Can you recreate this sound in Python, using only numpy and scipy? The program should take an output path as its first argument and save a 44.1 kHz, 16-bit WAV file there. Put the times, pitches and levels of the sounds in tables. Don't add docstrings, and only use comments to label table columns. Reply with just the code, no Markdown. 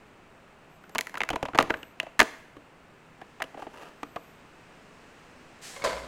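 import sys
import numpy as np
from scipy import signal
from scipy.fft import rfft, irfft
from scipy.io import wavfile
from scipy.ndimage import uniform_filter1d

SR = 44100
rng = np.random.default_rng(int(sys.argv[2]) if len(sys.argv) > 2 else 0)


def int16_out(signal):
    q = np.round(np.clip(np.atleast_2d(signal).T, -1, 1) * 32767)
    wavfile.write(sys.argv[1], SR, q.astype(np.int16))


N = 267731
BINS = np.fft.rfftfreq(2048, 1 / SR)

# (time [s], body level [dB], main resonance [Hz], second resonance [Hz], knock drive [dB], snap [dB])
CONTACTS = [ (.8385, -51, 1460, 780, -61, -69), (.8943, -52, 780, 1770, -57, -60),
            (.95, -35, 1050, 1490, -42, -43), (.956, -28, 1020, 590, -39, -48),
            (.983, -30, 3500, 2210, -62, -32), (.988, -25.5, 2260, 1540, -42, -37),
            (1.0095, -32, 1970, 3500, -55, -34), (1.07, -37, 1970, 1340, -52, -49),
            (1.0955, -47, 1720, 580, -67, -55), (1.142, -37, 970, 1580, -47, -54),
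            (1.154, -36, 1970, 1070, -49, -57), (1.1727, -32.5, 1340, 1720, -52, -51),
            (1.18, -48, 560, 3310, -53, -49), (1.2053, -25.5, 2300, 890, -42, -47),
            (1.2162, -26, 2080, 740, -35.5, -49), (1.2343, -29, 1920, 1240, -49, -44),
            (1.2897, -29.5, 1500, 2320, -52, -41), (1.303, -27, 760, 3140, -35, -40.5),
            (1.3098, -42, 560, 1020, -40, -61), (1.331, -35, 1080, 530, -35, -55),
            (1.335, -32, 540, 920, -36, -59), (1.3583, -28, 970, 663, -37, -44.5),
            (1.428, -28, 540, 820, -31, -46), (1.4536, -31, 580, 940, -43, -51),
            (1.485, -35, 1020, 725, -43, -61), (1.534, -40, 1380, 820, -44, -72),
            (1.548, -28, 660, 1540, -32, -52.5), (1.5543, -31.5, 560, 910, -36, -50),
            (1.577, -31.5, 870, 2030, -48, -45), (1.5874, -13, 820, 1250, -24, -29.5),
            (1.601, -26.5, 530, 1350, -32, -42), (1.608, -23.5, 530, 1180, -30, -44),
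            (1.626, -32.5, 1900, 590, -30, -40), (1.699, -32, 890, 1920, -40, -54),
            (1.704, -22, 1580, 630, -28, -46), (1.7403, -29, 1580, 580, -42, -57),
            (1.83, -41, 2890, 1410, -50, -58), (2, -25, 2810, 1910, -45, -40.5),
            (2.03, -39, 590, 700, -48, -57), (2.067, -39.5, 660, 524, -54, -70),
            (2.193, -19, 1710, 1850, -30, -28), (2.198, -21.5, 1630, 1950, -29, -36),
            (2.2005, -16.5, 1870, 1240, -47, -33), (2.2024, -11.5, 1970, 1070, -35, -23.5),
            (2.2126, -24, 1670, 2360, -25, -35), (2.2175, -20, 1580, 750, -26.5, -41.5),
            (2.229, -37, 530, 1500, -35, -41), (2.567, -49, 1110, 590, -43, -70),
            (3.215, -41.5, 760, 1700, -49, -65), (3.402, -33.5, 780, 1200, -44, -63),
            (3.4207, -27.5, 1820, 650, -42, -48), (3.424, -37, 1900, 2800, -50, -43),
            (3.44, -42.5, 530, 2890, -45, -58), (3.544, -41, 810, 676, -46, -71),
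            (3.574, -40, 590, 780, -46, -72), (3.592, -43, 600, 850, -50, -71),
            (3.623, -37, 800, 1200, -44, -66), (3.668, -38, 660, 856, -41, -73),
            (4.031, -33, 840, 1180, -45, -51), (4.1604, -34, 700, 1170, -48, -56),
            (4.164, -37, 1170, 600, -40.5, -66)]
# (frequency [Hz], relative level [dB], t60 [s])
HOLDER_MODES = [(288, 0, .1), (463, -11, .12), (830, -6, .06), (1165, -7, .045)]
STRAIN_S, HOLDER_FREE_S = (1.28, 1.56), 4
def machine_contact(s, body_db, hz, second_hz, knock_db, snap_db):
    strained = STRAIN_S[0] < s < STRAIN_S[1]
    push_db = knock_db + (-4 if strained else -12.5)
    t = np.arange(6144) / SR
    sound = plastic_click(t, body_db, hz, second_hz, snap_db) + housing_knock(t, knock_db, push_db)
    if s > HOLDER_FREE_S:
        sound += sized(ring(t, HOLDER_MODES, scatter_db=1), knock_db + 6)
    return sound


def lever_ticks(count):
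    times = rng.uniform(1.15, 1.8, count)
    pitches = 1400 * 2 ** rng.uniform(-.5, .5, count)
    return [(s, -51, hz, hz / 2, -57, -63) for s, hz in zip(times, pitches)]


# (frequency [Hz], relative level [dB])
PLASTIC_SPECTRUM = [(250, -31), (480, -8), (650, 0), (1300, -2.5), (2000, -2), (3000, -4), (3800, -13.5),
                    (6000, -27.5), (12000, -70)]
# (frequency [Hz], relative level [dB])
SNAP_SPECTRUM = [(1200, -47), (2800, -18.5), (4000, 1), (5500, -4.5), (6700, 0.5), (8500, -6),
                 (10000, -3.5), (14000, -7), (16500, -11)]
# (frequency [Hz], relative level [dB], t60 [s])
SHELL_MODES = [(646, -1, 0.12), (722, -1.5, .06), (871, -2, 0.085), (1003, 3, 0.0666), (1168, -2, .06),
               (1238, -5, .1), (1662, -4.5, .07), (1843, -1, 0.039), (2480, -9, .09), (2665, -8.5, 0.088),
               (4520, -24, .08)]
USUAL_BLOW_DB, LONGEST_T60_S = -32, .065
def plastic_click(t, body_db, hz, second_hz, snap_db):
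    weight_db = body_db - USUAL_BLOW_DB
    soft_db = max(body_db - snap_db, 0)
    t60 = min((.012 + .00105 * soft_db) * (hz / 1000) ** -.5, LONGEST_T60_S)
    octaves = np.log2((BINS + 1) / hz)
    from_second = np.log2((BINS + 1) / second_hz)
    peaks = 1 / (1 + (octaves / .16) ** 2) + .85 / (1 + (from_second / .14) ** 2)
    resonances = peaks - .21 * np.minimum(abs(octaves), 2)
    prominence_db = 11.5 - .15 * weight_db
    spot_db = 1.45 * unit_rms(uniform_filter1d(wander(len(BINS), 9), size=7))
    dulling_db = 3 * np.clip((soft_db - 20) / 12, 0, 1) * np.maximum(octaves, 0)
    body_curve = curve(PLASTIC_SPECTRUM) + prominence_db * resonances + spot_db - dulling_db
    body = sized(colour(chatter(t, t60, blow=.3), body_curve), body_db)
    shell = sized(ring(t, SHELL_MODES), body_db - 13)
    top_octaves = np.clip(np.log2((BINS + 1) / 5500), 0, 1.2)
    top_db_per_octave = -2.5 - .2 * weight_db - .28 * soft_db
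    snap_curve = curve(SNAP_SPECTRUM) + spot_db + top_octaves * top_db_per_octave
    snap = sized(colour(chatter(t, t60 * .73, blow=.42), snap_curve), snap_db)
    return body + shell + snap


# (frequency [Hz], relative level [dB])
THUD_SPECTRUM = [(20, -2.5), (50, -1), (95, -3.5), (150, -1.5), (220, -4), (400, -33.5), (1500, -64)]
# (frequency [Hz], relative level [dB])
KNOCK_SPECTRUM = [(100, -26), (160, -13), (220, -8.5), (290, -0.5), (480, -4), (800, -20), (2500, -56)]
# (frequency [Hz], relative level [dB], t60 [s])
HOUSING_MODES = [(145, -8.5, .06), (239, -6, .05), (282, 1, 0.096), (308, -1.5, 0.055), (462.2, -4, 0.1)]
def housing_knock(t, knock_db, push_db):
    jolt = chatter(t, .046, blow=.25)
    push = sized(colour(jolt, curve(THUD_SPECTRUM)), push_db)
    knock = sized(colour(jolt, curve(KNOCK_SPECTRUM)), knock_db - 2)
    grip = 1 + .025 * rng.standard_normal()
    housing = ring(t * grip, HOUSING_MODES, scatter_db=2.5) * (1 - fade(t, .018))
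    return push + knock + sized(housing, knock_db - 3.5)


def capsule_roll():
    bumps = grains(per_s=900, spread_db=1.6)
    knocks = amp(-43) * unit_rms(colour(bumps, curve(KNOCK_SPECTRUM)))
    thuds = amp(-45) * unit_rms(colour(bumps, curve(THUD_SPECTRUM)))
    return (knocks + thuds) * burst(s=1.63, db=0, t60=.65)


# (time [s], length [s], level [dB])
HOLDER_PULLS = [(3.56, .11, -48), (3.68, .28, -47.5)]
# (frequency [Hz], relative level [dB])
SCRAPE_SPECTRUM = [(150, -25), (400, -1.5), (680, -3.5), (800, -5.5), (930, 0), (1080, -9), (1220, -3.5),
                   (1450, -10), (1750, -7), (2200, -19), (2800, -10), (3500, -21.5), (7000, -27),
                   (16000, -39)]
def holder_slide():
    speed = np.zeros(N)
    for s, length, db in HOLDER_PULLS:
        add(speed, s, amp(db) * np.sin(np.linspace(0, np.pi, round(length * SR))))
    slips = grains(per_s=2500, spread_db=1.6)
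    return unit_rms(colour(slips, curve(SCRAPE_SPECTRUM))) * speed


# (frequency [Hz], relative level [dB])
JET_SPECTRUM = [(240, -35), (400, -7), (425, -13), (626, -13), (789, 0), (893, -10), (1270, -8), (1760, -2),
                (2510, -5.5), (7630, -4), (16000, -26)]
WATER_ARRIVES_S = 5.84
def tap_jet():
    air = burst(s=5.612, db=-38.5, t60=.85, rise_s=.035)
    spit = burst(WATER_ARRIVES_S, db=-33, t60=.07)
    spray = burst(WATER_ARRIVES_S, db=-42, t60=.7)
    return shaped_noise(JET_SPECTRUM) * (air + spit + spray)


# (frequency [Hz], relative level [dB])
SPLASH_SPECTRUM = [(50, -24), (120, -14.5), (320, -13.5), (480, -5.5), (630, -5.5), (770, -10),
                   (1000, -6.5), (1500, -11.5), (2100, -13.5), (2800, -19), (4600, -18.5), (6000, -31),
                   (10000, -42), (16000, -60)]
# (time [s], splash drive [dB], t60 [s], spot pitch [Hz], ring level [dB])
WATER_SLUGS = [(5.763, -38.5, .09, 2125, -40.5), (5.82, -35.5, .11, 2200, -34.5),
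               (5.84, -28.5, 0.14, 1000, -28), (5.86, -30.5, .07, 634, -26), (5.901, -37, 0.063, 626, -34)]
# (frequency [Hz], width [Hz], relative level [dB])
BASIN_MODES = [(507, 9.5, -8), (554, 29, -1), (642, 13.1, -2), (1004, 24, -4), (1560, 8.7, 1),
               (2120, 54, -9)]
BOOM_S, BOOM_HZ, BOOM_T60_S = 5.91, 58.5, 3
def steel_sink():
    dribble = amp(-43 - 180 * abs(np.arange(N) / SR - WATER_ARRIVES_S))
    flow = dribble + burst(WATER_ARRIVES_S, db=-28.5, t60=.72)
    drops = unit_rms(grains(per_s=5000, spread_db=2.1)) * flow
    t = np.arange(SR // 2) / SR
    impacts = np.zeros(N)
    for s, db, t60, hz, ring_db in WATER_SLUGS:
        add(drops, s, amp(db) * rng.standard_normal(len(t)) * fade(t, t60))
        add(impacts, s, ring(t, [(hz, ring_db, t60)], scatter_db=1.5))
    splash_db = curve(SPLASH_SPECTRUM)
    splash_db -= 10 * np.log10(np.mean(amp(splash_db) ** 2))
    water = colour(drops, splash_db - 2)
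    steel = 2.7 * sum(amp(db) * resonate(water, hz, width) for hz, width, db in BASIN_MODES)
    thud = colour(chatter(t, t60=.14, blow=0), curve(THUD_SPECTRUM))
    add(impacts, 5.85, sized(thud, -39))
    boom = np.sin(2 * np.pi * BOOM_HZ * t) * fade(t, BOOM_T60_S) * (1 - fade(t, .092))
    add(impacts, BOOM_S, amp(-46) * boom)
    return water + steel + impacts


# (frequency [Hz], t60 [s])
KITCHEN_DECAY = [(150, 0.01), (400, 0.5), (1000, 0.56), (2800, 0.63), (7000, 0.55), (15000, 0.7)]
# (frequency [Hz], relative level [dB])
KITCHEN_SPECTRUM = [(100, -5), (400, -12), (1000, -17.5), (2500, -20), (7000, -16.5), (15000, -17.5)]
def kitchen_reverb(x):
    hz, t, bands = signal.stft(rng.standard_normal(SR), SR, nperseg=256)
    t60 = curve(KITCHEN_DECAY, hz)[:, None]
    decay = amp(curve(KITCHEN_SPECTRUM, hz)[:, None] - 60 * t / t60)
    unit_energy = np.sqrt(2 * np.log(1000) / t60 / SR)
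    tail = signal.istft(bands * decay * unit_energy, SR, nperseg=256)[1]
    tail *= np.clip(np.arange(len(tail)) / SR / .0045, 0, 1)
    return signal.oaconvolve(x, tail)[:N]


# (time [s], length [s], full-speed pitch [Hz], level [dB])
FOCUS_MOVES = [(.69, .11, 13500, -81), (.8, .1, 14800, -82), (.9, .07, 13100, -75), (1.66, .29, 13720, -72),
               (3.92, .53, 13700, -78), (4.12, .26, 11600, -82)]
# (multiple of the pitch [ratio], relative level [dB])
MOTOR_TONES = [(1, 0), (.955, -3), (.58, -4)]
RUN_UP_S, ROUGHNESS_HZ = .014, 170
def focus_motor():
    whine = np.zeros(N)
    for start, length, full_hz, db in FOCUS_MOVES:
        t = np.arange(round(length * SR)) / SR
        speed = 1 - .16 * (np.exp(-t / RUN_UP_S) + np.exp((t - length) / RUN_UP_S))
        swell = np.sin(np.pi * t / length)
        for multiple, tone_db in MOTOR_TONES:
            hz = multiple * full_hz * speed + ROUGHNESS_HZ * wander(len(t), 40)
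            flutter = amp(2.4 * wander(len(t), 400))
            tone = np.sin(2 * np.pi * np.cumsum(hz) / SR)
            add(whine, start, amp(db + tone_db) * unit_rms(tone * swell * flutter))
    return whine


# (frequency [Hz], relative level [dB])
WASH_SPECTRUM = [(20, -1.5), (70, -4), (170, 0.5), (400, -1.5), (800, -3.5), (1400, -6), (2100, -9.5),
                 (2750, -11.5), (3400, -19), (5500, -26), (8200, -26.5), (10800, -37), (16000, -40)]
# (time [s], level [dB])
WASH_LEVEL = [(0, -55), (3, -55.1), (5.6, -53.4), (6.07, -50)]
# (frequency [Hz], width [Hz], level [dB])
DRONES = [(155.6, 20, -69.5), (247.3, 33, -70.5), (411, 45, -75), (1383, 63, -77.5), (2590, 125, -76),
          (14900, 350, -87.5)]
# (frequency [Hz], relative level [dB])
HISS_SPECTRUM = [(300, -12), (1500, 0), (2700, -1.5), (3400, -7), (5500, -10), (8200, -13), (11000, -29),
                 (16000, -36)]
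# (time [s], level [dB])
HISS_LEVEL = [(2.8, -85), (3.3, -66), (4.4, -66), (4.8, -63), (5.6, -61)]
def room_tone():
    wash = shaped_noise(WASH_SPECTRUM)
    noise = rng.standard_normal(N)
    drones = np.zeros(N)
    for hz, width, db in DRONES:
        drones += amp(db) * unit_rms(resonate(resonate(noise, hz, width), hz, width))
    swell = follow(WASH_LEVEL)
    hiss = shaped_noise(HISS_SPECTRUM) * follow(HISS_LEVEL)
    return wash * swell + drones * unit_rms(swell) + hiss


def chatter(t, t60, blow):
    dying = fade(t, t60)
    rattle = rng.standard_normal(len(t)) * dying
    rattle /= np.linalg.norm(rattle)
    rattle[0] += blow
    for _ in range(3):
        spectrum = rfft(rattle)
        flat = irfft(spectrum / (abs(spectrum) + 1e-9), len(t))
        rattle = flat * np.sqrt(np.minimum(3 * dying, 1))
    return rattle


def ring(t, modes, scatter_db=3):
    sound = np.zeros(len(t))
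    for hz, db, t60 in modes:
        weight = amp(db + scatter_db * rng.standard_normal()) * rng.choice([-1, 1])
        sound += weight * np.sin(2 * np.pi * hz * t) * fade(t, t60)
    return sound


def grains(per_s, spread_db):
    size = amp(spread_db * np.minimum(rng.exponential(1, N), 4))
    return size * rng.standard_normal(N) * (rng.random(N) < per_s / SR)


def shaped_noise(spectrum):
    return unit_rms(colour(rng.standard_normal(N), curve(spectrum)))


def wander(count, span):
    return unit_rms(uniform_filter1d(rng.standard_normal(count), size=span))


def colour(x, db):
    cepstrum = irfft(np.log(amp(db)))
    half = len(cepstrum) // 2
    cepstrum[1:half] *= 2
    cepstrum[half + 1:] = 0
    return signal.oaconvolve(x, irfft(np.exp(rfft(cepstrum))))[:len(x)]


def resonate(x, hz, width):
    return signal.lfilter(*signal.iirpeak(hz, hz / width, fs=SR), x)


def curve(points, hz=BINS):
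    f, value = np.transpose(points)
    return np.interp(np.log(hz + 1), np.log(f + 1), value)


def follow(rows):
    return amp(np.interp(np.arange(N) / SR, *np.transpose(rows)))


def burst(s, db, t60, rise_s=.002):
    t = np.maximum(np.arange(N) / SR - s, 0)
    return amp(db) * (1 - np.exp(-t / rise_s)) * fade(t, t60)


def fade(t, t60):
    return np.exp(-np.log(1000) * t / t60)


def amp(db):
    return 10 ** (np.asarray(db) / 20)


def unit_rms(x):
    return x / np.sqrt(np.mean(x ** 2) + 1e-20)


def sized(x, db):
    return x * amp(db) * np.sqrt(SR / 100 / (np.sum(x ** 2) + 1e-20))


def add(mix, s, sound):
    part = mix[round(s * SR):][:len(sound)]
    part += sound[:len(part)]


def scene():
    machine = holder_slide() + capsule_roll()
    for s, *blow in CONTACTS + lever_ticks(count=4):
        add(machine, s, machine_contact(s, *blow))
    return (machine + kitchen_reverb(machine) + tap_jet() + steel_sink() + focus_motor() + room_tone())[None]


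CLIP_LEVEL, BAND_LIMIT_HZ = .9, 16050
def record(dry):
    lowpass = signal.firwin(401, BAND_LIMIT_HZ, window=("kaiser", 8), fs=SR)
    return signal.oaconvolve(np.clip(dry, -CLIP_LEVEL, CLIP_LEVEL), lowpass[None], "same", axes=1)


dry = scene()
out = record(dry)
int16_out(out)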